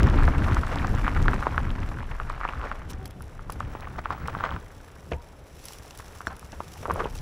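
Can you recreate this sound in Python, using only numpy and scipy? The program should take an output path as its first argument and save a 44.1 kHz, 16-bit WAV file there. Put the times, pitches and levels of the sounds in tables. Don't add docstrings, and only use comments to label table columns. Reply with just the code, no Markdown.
import sys
import numpy as np
from scipy import signal
from scipy.fft import rfft, irfft, next_fast_len
from scipy.io import wavfile
from scipy.ndimage import map_coordinates

SR = 44100
rng = np.random.default_rng(int(sys.argv[2]) if len(sys.argv) > 2 else 0)


def linear_from_db(decibels):
    return 10 ** (np.asarray(decibels, float) / 20)


def output_pcm(signal):
    pcm = np.clip(np.atleast_2d(signal).T, -1, 1) * 32767
    wavfile.write(sys.argv[1], SR, np.round(pcm).astype(np.int16))


N = 317961

# time in seconds, level of the click in dB.
SLAP_TIMES = [(0.0313, -17.5), (0.07, -26), (0.0992, -25), (0.1587, -32), (0.234, -24), (0.2527, -25),
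              (0.381, -26.5), (0.446, -30), (0.5141, -32), (0.532, -27), (0.5456, -18.5), (0.6125, -25.5),
              (0.667, -27), (0.7573, -25.5), (0.8708, -26), (0.95, -30), (1.149, -30), (1.1923, -39),
              (1.2266, -26), (1.3424, -24), (1.4, -34), (1.632, -35), (1.7603, -40), (1.8032, -36),
              (1.8898, -34)]
# frequency in Hz, level in dB per Hz.
RUSTLE_SPECTRUM = [(1500, -5), (2600, 0), (3800, -2), (4500, -4), (5700, 2), (6700, -5), (7600, -2),
                   (8900, -9), (10000, -4), (11500, -5), (13600, -17), (15200, -6.5), (16000, -27)]
# frequency in Hz, level in dB per Hz.
GRAVEL_SPECTRUM = [(210, 1), (350, -3.5), (584, 1), (1020, 2.5), (1410, 2), (3730, -18), (5570, -24),
                   (9140, -36), (11300, -62), (16000, -51)]


def unit(x):
    return x / np.sqrt(np.mean(x ** 2) + 1e-20)


def along(points, hz):
    f, v = np.transpose(points)
    return np.interp(np.log(hz + 1), np.log(f + 1), v)


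def curves(rows):
    s, *columns = np.transpose(rows)
    return [np.interp(np.arange(N) / SR, s, column) for column in columns]


def wobble(rate):
    points = rng.standard_normal(int(N * rate / SR) + 4)
    return map_coordinates(points, [np.arange(N) * rate / SR])


def filtered(x, response):
    m = next_fast_len(N + 8192)
    return irfft(rfft(x, m) * response(np.fft.rfftfreq(m, 1 / SR)), m)[..., :N]


def coloured(x, spectrum):
    return unit(filtered(x, lambda hz: linear_from_db(along(spectrum, hz))))


def pops(s, db, hz, cycles):
    t = np.arange(512) / SR
    u = t * (hz / cycles)[:, None]
    swell = u ** 2 * np.exp(2 - 2 * u)
    phase = rng.uniform(0, 2 * np.pi, (len(s), 1))
    wave = linear_from_db(db)[:, None] * swell * np.sin(2 * np.pi * hz[:, None] * t + phase)
    at = np.round(s * SR).astype(int)[:, None] + np.arange(len(t))
    return np.bincount(at.ravel(), wave.ravel(), N + SR)[:N]


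def bursts(s, db, t60, attack=0.00032):
    env = np.zeros(N + SR)
    t = np.arange(SR // 4) / SR
    for start, level, decay in zip(s, db, np.broadcast_to(t60, np.shape(s))):
        fade = linear_from_db(level - 60 * t / max(decay, 1e-3))
        rise = 1 - np.exp(-(t / attack) ** 2)
        env[round(start * SR):][:len(t)] += fade * rise
    return env[:N]


def swells(rows):
    t = np.arange(0, N / SR, .001)
    bells = sum(linear_from_db(db) * np.exp(-(2 * (t - s) / length) ** 2) for s, db, length in rows)
    return np.interp(np.arange(N) / SR, t, bells)


def scatter(count, spread_db, rarest):
    draw = rng.uniform(size=(count, 2))
    return draw[:, 0] * N / SR, -spread_db * np.log(draw[:, 1] + rarest)


def clicks(s, db, bright_db, t60, snap_db):
    metal = coloured(rng.standard_normal(N), RUSTLE_SPECTRUM)
    top = filtered(metal, lambda hz: hz > 9000)
    snap = pops(s, db + snap_db - .5 * bright_db, np.full(len(s), 3600.), cycles=1.0)
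    body = bursts(s, db - 3, t60) * unit(metal - top)
    treble = bursts(s, db + bright_db + 0.5, 0.73 * t60) * unit(top)
    return snap + body + treble


def air():
    # frequency in Hz, level in dB per Hz.
    air_spectrum = [(120, -68), (200, -9), (330, -6.5), (457, -3.5), (4000, -29.5), (8800, -120)]
    return linear_from_db(-53.5 + 0.28 * wobble(2.4)) * coloured(rng.standard_normal(N), air_spectrum)


def whistle():
    # time of the height in seconds, level in dB, length in seconds.
    whistle_swells = [(3.79, -64, .17), (3.99, -69, .12), (4.19, -62, .18), (4.45, -62, .25)]
    tone = np.sin(2 * np.pi * 15740 * np.arange(N) / SR)
    return swells(whistle_swells) * linear_from_db(2.1 * wobble(40)) * tone


def hum():
    # time of the height in seconds, level in dB, length in seconds.
    hum_swells = [(3.04, -55, .2), (3.26, -58, 0.18)]
    hum_hz, octave_db = 380, -1.5
    phase = 2 * np.pi * np.cumsum(hum_hz * (1 + 0.025 * wobble(40))) / SR
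    tone = np.sin(phase) + linear_from_db(octave_db) * np.sin(2 * phase)
    return swells(hum_swells) * linear_from_db(4.2 * wobble(25.04)) * tone


def pings():
    # time in seconds, level in dB.
    strikes = [(6.2705, -38), (6.279, -43)]
    # frequency in Hz, level in dB, time to fade by 60 dB in seconds.
    spoke_modes = [(4320, -7, .04), (5550, -4, .025), (7450, -9, .025)]
    s, db = np.transpose(strikes)
    t = np.arange(N) / SR
    ring = 0
    for hz, mode_db, t60 in spoke_modes:
        env = bursts(s, db + mode_db, t60) * linear_from_db(2.2 * wobble(300))
        ring = ring + env * np.sin(2 * np.pi * hz * t)
    return ring


def ratchet():
    # time in seconds, clicks a second.
    ratchet_speed = [(4.597, 20), (4.65, 26), (4.74, 32), (4.87, 29), (4.95, 25), (5.0, 21)]
    t = np.arange(N) / SR
    turning = (t >= ratchet_speed[0][0]) * (t <= ratchet_speed[-1][0])
    teeth = np.cumsum(curves(ratchet_speed)[0] * turning) / SR
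    s = t[1:][np.diff(np.ceil(teeth)) > 0]
    env = bursts(s, rng.normal(-48.5, 1.6, len(s)), 0.032, attack=0.0024)
    return env * coloured(rng.standard_normal(N), RUSTLE_SPECTRUM)


def rustle():
    # time in seconds, level in dB.
    cloth_level = [(0, -56.5), (1.4, -57), (2.1, -63.5), (3.35, -65.5), (4.3, -62), (5.4, -63), (5.8, -55),
                   (6.2, -55.5), (6.4, -61.5), (6.75, -52.5), (7.21, -59)]
    # time of the height in seconds, level in dB, length in seconds.
    brush_swells = [(2.905, -50, 0.022), (3.062, -49, 0.011), (3.53, -53, 0.023), (5.69, -52, 0.14),
                    (6.0, -55, 0.031), (7.17, -53.5, 0.071)]
    # time in seconds, level in dB, brightness in dB.
    tick_times = [(2.2968, -34, -27), (2.9327, -37.5, -26), (3.056, -28.5, -9), (3.077, -44, -2),
                  (3.108, -38.5, -5), (3.2214, -41.5, 3), (3.501, -30, -12), (3.522, -32.5, 1),
                  (3.601, -34, -19), (3.8067, -39, -11), (4.2751, -30, -12), (5.6544, -35.5, 3),
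                  (5.684, -29.5, -6), (5.733, -33.5, -5), (5.9075, -32, -14), (5.9744, -41, 4),
                  (6.27, -30, -19), (6.366, -43, 0), (6.394, -40, 1), (6.5198, -34.5, -18),
                  (6.7372, -34, -9), (6.9381, -43, 9), (7.187, -34, -23)]
    s, size_db = scatter(count=400, spread_db=1.5, rarest=.01)
    grit = unit(bursts(s, size_db, 0.012) * linear_from_db(0.45 * wobble(6.6)))
    noise = coloured(rng.standard_normal(N), RUSTLE_SPECTRUM)
    fizz = (0.72 * linear_from_db(1.4 * wobble(21)) + 0.41 * grit) * noise
    ticks = clicks(*np.transpose(tick_times), t60=.013, snap_db=-20)
    return (linear_from_db(curves(cloth_level)[0]) + swells(brush_swells)) * fizz + ticks


def thuds():
    # time in seconds, level in dB, time for the blow to fade by 60 dB in seconds.
    landings = [(5.116, -14.5, 0.032), (5.129, -28.5, 0.08), (6.2686, -24, 0.04), (6.527, -27.5, 0.04),
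                (6.827, -29.5, 0.051), (7.056, -22, 0.017)]
    # frequency in Hz, level in dB per Hz.
    thud_spectrum = [(50, -26), (278, -8), (337, -11), (495, -7), (935, -19), (2800, -30.5), (5000, -47),
                     (6500, -44), (11000, -120)]
    # frequency in Hz, level in dB, time to fade by 60 dB in seconds.
    frame_modes = [(69.2, 2.5, 0.12), (499, -7, 0.054), (708, -19, 0.18), (915, -22, 0.39),
                   (1710, -17.5, 0.063), (2650, -22, 0.063)]
    s, db, t60 = np.transpose(landings)
    blow = bursts(s, db, t60, attack=0.0033) * coloured(rng.standard_normal(N), thud_spectrum)
    t = np.arange(N) / SR
    ring = 0
    for hz, mode_db, decay in frame_modes:
        waver = np.cumsum(0.044 * hz * wobble(80)) / SR
        env = bursts(s, db + mode_db - 4.0, decay, attack=1 / hz)
        ring = ring + env * linear_from_db(2.6 * wobble(90)) * np.sin(2 * np.pi * (hz * t + waver))
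    return blow + ring


def rumble():
    # time in seconds, level in dB, deepest part against it in dB.
    wind_level = [(0, -22.5, -8), (.2, -21, 3), (.33, -24.5, -2), (.39, -23, -6), (.58, -27.5, 3.5),
                  (.75, -32.5, -1), (.93, -24, 1.5), (1.08, -32, 5), (1.3, -24, 2), (1.45, -33, -4),
                  (1.82, -32, 4.5), (1.95, -34, -3), (2.4, -41, 5.5), (3.05, -40, -4), (3.35, -44.5, -0.5),
                  (3.65, -38, -4.5), (4.2, -42.5, -3.5), (4.52, -34, -14), (4.62, -43, -5.5),
                  (5.02, -47, -14), (5.13, -34.5, -9), (5.23, -51.5, -1), (6.6, -46, -6),
                  (6.75, -47.5, -13), (6.99, -37.5, 1), (7.21, -40.5, 4.5)]
    # frequency in Hz, level in dB per Hz.
    rumble_spectrum = [(12, -41), (22, 8), (50, 0), (68, 1), (130, -8), (190, -12), (270, -12),
                       (450, -23.5), (800, -36), (1300, -120)]
    flutter_base_db, flutter_grows = -11.5, 1.21
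    push_db, push_s = 12, .0025
    level_db, deep_db = curves(wind_level)
    noise = coloured(rng.standard_normal(N), rumble_spectrum)
    deep = filtered(noise, lambda hz: hz < 55)
    flutter = filtered(noise, lambda hz: hz > 190)
    body = noise - deep - flutter
    lumps = linear_from_db(1.5 * wobble(9) + 2.7 * wobble(25))
    flutter_db = flutter_base_db + (flutter_grows - 1) * (level_db - level_db.mean())
    t = np.arange(N) / SR
    push = sum(np.exp(-np.abs(t - s - .001) / push_s) for s, db in SLAP_TIMES)
    push = filtered(push, lambda hz: hz ** 2 / (hz ** 2 + 30 ** 2))
    wind = unit(lumps * body) + linear_from_db(deep_db) * unit(deep) + linear_from_db(flutter_db) * unit(lumps * flutter)
    return linear_from_db(level_db + 0.5) * (wind + linear_from_db(push_db) * push)


def slaps():
    return clicks(*np.transpose(SLAP_TIMES), bright_db=-13, t60=0.0043, snap_db=-16.0)


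def small_stones():
    # time in seconds, level in dB.
    roll_level = [(0, -29), (.8, -33.5), (1.45, -33.5), (1.6, -36.5), (2.1, -42), (2.5, -37), (2.75, -40),
                  (2.9, -45), (3.2, -56), (3.65, -43), (4.05, -45.5), (4.42, -37), (4.58, -50.5),
                  (5.5, -59.5), (5.95, -49.5), (6.6, -52.5), (7.21, -48.5)]
    # time of the height in seconds,
    # level in dB, length in seconds, share of coarse stones from 0 to 1.
    scrunches = [(0.583, -38, 0.016, 0), (0.726, -31, 0.037, 0.42), (0.843, -38.5, 0.042, 0),
                 (2.657, -32.5, 0.028, 0.4), (3.989, -32, 0.011, 0.13), (4.125, -36.5, 0.04, 0.15),
                 (4.291, -36, 0.032, 0.53), (4.449, -32.5, 0.042, 0), (4.522, -41, 0.14, 0.3),
                 (6.317, -42.5, 0.039, 0.04), (6.854, -35, 0.011, 0.9), (6.891, -33, 0.013, 0.9),
                 (6.972, -34.5, 0.14, 0.68), (7.004, -27.5, 0.032, 0.44), (7.06, -36, 0.045, 0.5)]
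    s, size_db = scatter(count=4000, spread_db=5.0, rarest=0.027)
    hz = np.maximum(1400 * np.exp(0.35 * rng.standard_normal(len(s))), 850)
    crunch = unit(pops(s, size_db, hz, cycles=1.05) * linear_from_db(3.5 * wobble(30)))
    grit = 0.62 + 0.78 * unit(bursts(s, size_db, 0.013, attack=0.0015))
    hiss = unit(grit * coloured(rng.standard_normal(N), GRAVEL_SPECTRUM))

    s, size_db = scatter(count=500, spread_db=0, rarest=0.028)
    chips = unit(pops(s, size_db, np.full(len(s), 2700.), cycles=0.4))

    s, size_db = scatter(count=2500, spread_db=3.0, rarest=.03)
    hz = 500 * np.exp(0.15 * rng.standard_normal(len(s)))
    coarse = unit(pops(s, size_db, hz, cycles=1.67))
    s, size_db = scatter(count=6000, spread_db=2.0, rarest=0.034)
    hz = 1150 * np.exp(0.19 * rng.standard_normal(len(s)))
    packed = unit(pops(s, size_db, hz, cycles=0.81))
    fine = 0.82 * packed + 0.74 * hiss
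    grind = sum(swells([row]) * ((1 - share) * fine + share * coarse) for *row, share in scrunches)

    rolling = 0.48 * crunch + 0.53 * hiss + 0.029 * chips
    return linear_from_db(curves(roll_level)[0]) * rolling + grind


def single_stones():
    # time in seconds, level in dB, pitch in Hz.
    stones = [(0.077, -19.5, 1090), (0.278, -13.5, 1490), (0.281, -15, 910), (0.35, -19, 1000),
              (0.421, -19.5, 1540), (0.521, -19, 1380), (0.568, -13.5, 1200), (0.634, -16.5, 1250),
              (0.846, -16, 1250), (0.985, -20.5, 1340), (1.046, -20.5, 1600), (1.066, -15, 1390),
              (1.079, -9.5, 1170), (1.164, -17.5, 1310), (1.258, -18, 1220), (1.282, -7, 1520),
              (1.333, -14, 1270), (1.426, -16, 1270), (1.468, -9, 1042), (1.545, -22, 1180),
              (1.579, -8, 1380), (1.987, -26, 1450), (2.2, -16.5, 1280), (2.3, -16.5, 1220),
              (2.412, -19, 1210), (2.451, -12, 1110), (2.478, -29, 2400), (2.488, -20.5, 1050),
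              (2.4886, -24, 2700), (2.535, -22, 1200), (2.614, -24, 1300), (2.64, -23, 1160),
              (2.671, -28.5, 1910), (2.715, -16, 1270), (3.207, -31, 1290), (3.393, -29, 1280),
              (3.497, -20.5, 1100), (3.605, -16.5, 1200), (3.751, -26, 960), (3.872, -26, 1170),
              (3.985, -27.5, 1270), (4.057, -14, 1200), (4.105, -13, 1105), (4.283, -16, 1200),
              (4.35, -16.5, 1200), (4.368, -29, 900), (4.402, -23, 1340), (4.407, -17.5, 1280),
              (4.439, -10, 1240), (4.462, -18, 1330), (4.491, -22, 1400), (4.507, -30, 3200),
              (4.514, -21, 1110), (4.524, -25, 1200), (4.563, -21.5, 1290), (5.123, -29, 2930),
              (5.134, -29, 2370), (5.707, -36.5, 900), (5.998, -30.5, 1050), (6.003, -32.5, 1740),
              (6.206, -24, 1240), (6.216, -35, 1400), (6.27, -13.5, 1500), (6.315, -38, 1500),
              (6.428, -33.5, 1160), (6.604, -18.5, 1024), (6.855, -18, 1130), (6.86, -22.5, 1150),
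              (6.881, -27, 800), (6.899, -15.5, 1070), (6.905, -22, 1060), (6.908, -12, 1044),
              (6.959, -22, 1010), (6.993, -21, 1200), (7.007, -20, 1110), (7.021, -25, 1200),
              (7.043, -32, 3150), (7.048, -30.5, 2750), (7.056, -18.5, 920)]
    usual_hz, thump_base_db, thump_db_per_octave = 1200, -20.5, 63
    s, db, hz = np.transpose(stones)
    crack = pops(s, db - 0.5, hz, cycles=1.04 * np.sqrt(hz / usual_hz))
    thump_db = np.minimum(thump_base_db - thump_db_per_octave * np.log2(hz / usual_hz), 0)
    thump = pops(s, db + thump_db, np.full(len(s), 420.), cycles=0.37)
    bite = pops(s, db - 15, 2 * hz, cycles=0.65)
    dull = coloured(coloured(rng.standard_normal(N), GRAVEL_SPECTRUM), GRAVEL_SPECTRUM)
    roll = bursts(s + 0.0023, db - 18.0, 0.058, attack=0.00017) * dull
    return crack + thump + bite + roll


def scene():
    background = air() + whistle() + hum() + rumble() + slaps()
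    details = pings() + ratchet() + rustle() + thuds()
    sound = background + details + small_stones() + single_stones()
    return np.array([sound, sound])


def top_cut(x):
    return signal.sosfilt(signal.butter(12, 17010, fs=SR, output="sos"), x)


def record(dry):
    # frequency in Hz, their difference against their sum in dB.
    port_difference = [(60, -24), (270, -29.5), (740, -55.5), (2000, -43), (5500, -32.5), (9000, -22),
                       (13000, -24)]
    top_hz = 15950

    def response(hz):
        turn = np.exp(1j * np.pi / 2 * np.clip(hz / 1500, 0, 1))
        lean = linear_from_db(along(port_difference, hz)) * turn
        return (hz < top_hz) * (1 + lean * [[1], [-1]])

    return top_cut(filtered(dry, response))


dry = scene()
out = record(dry)
output_pcm(out)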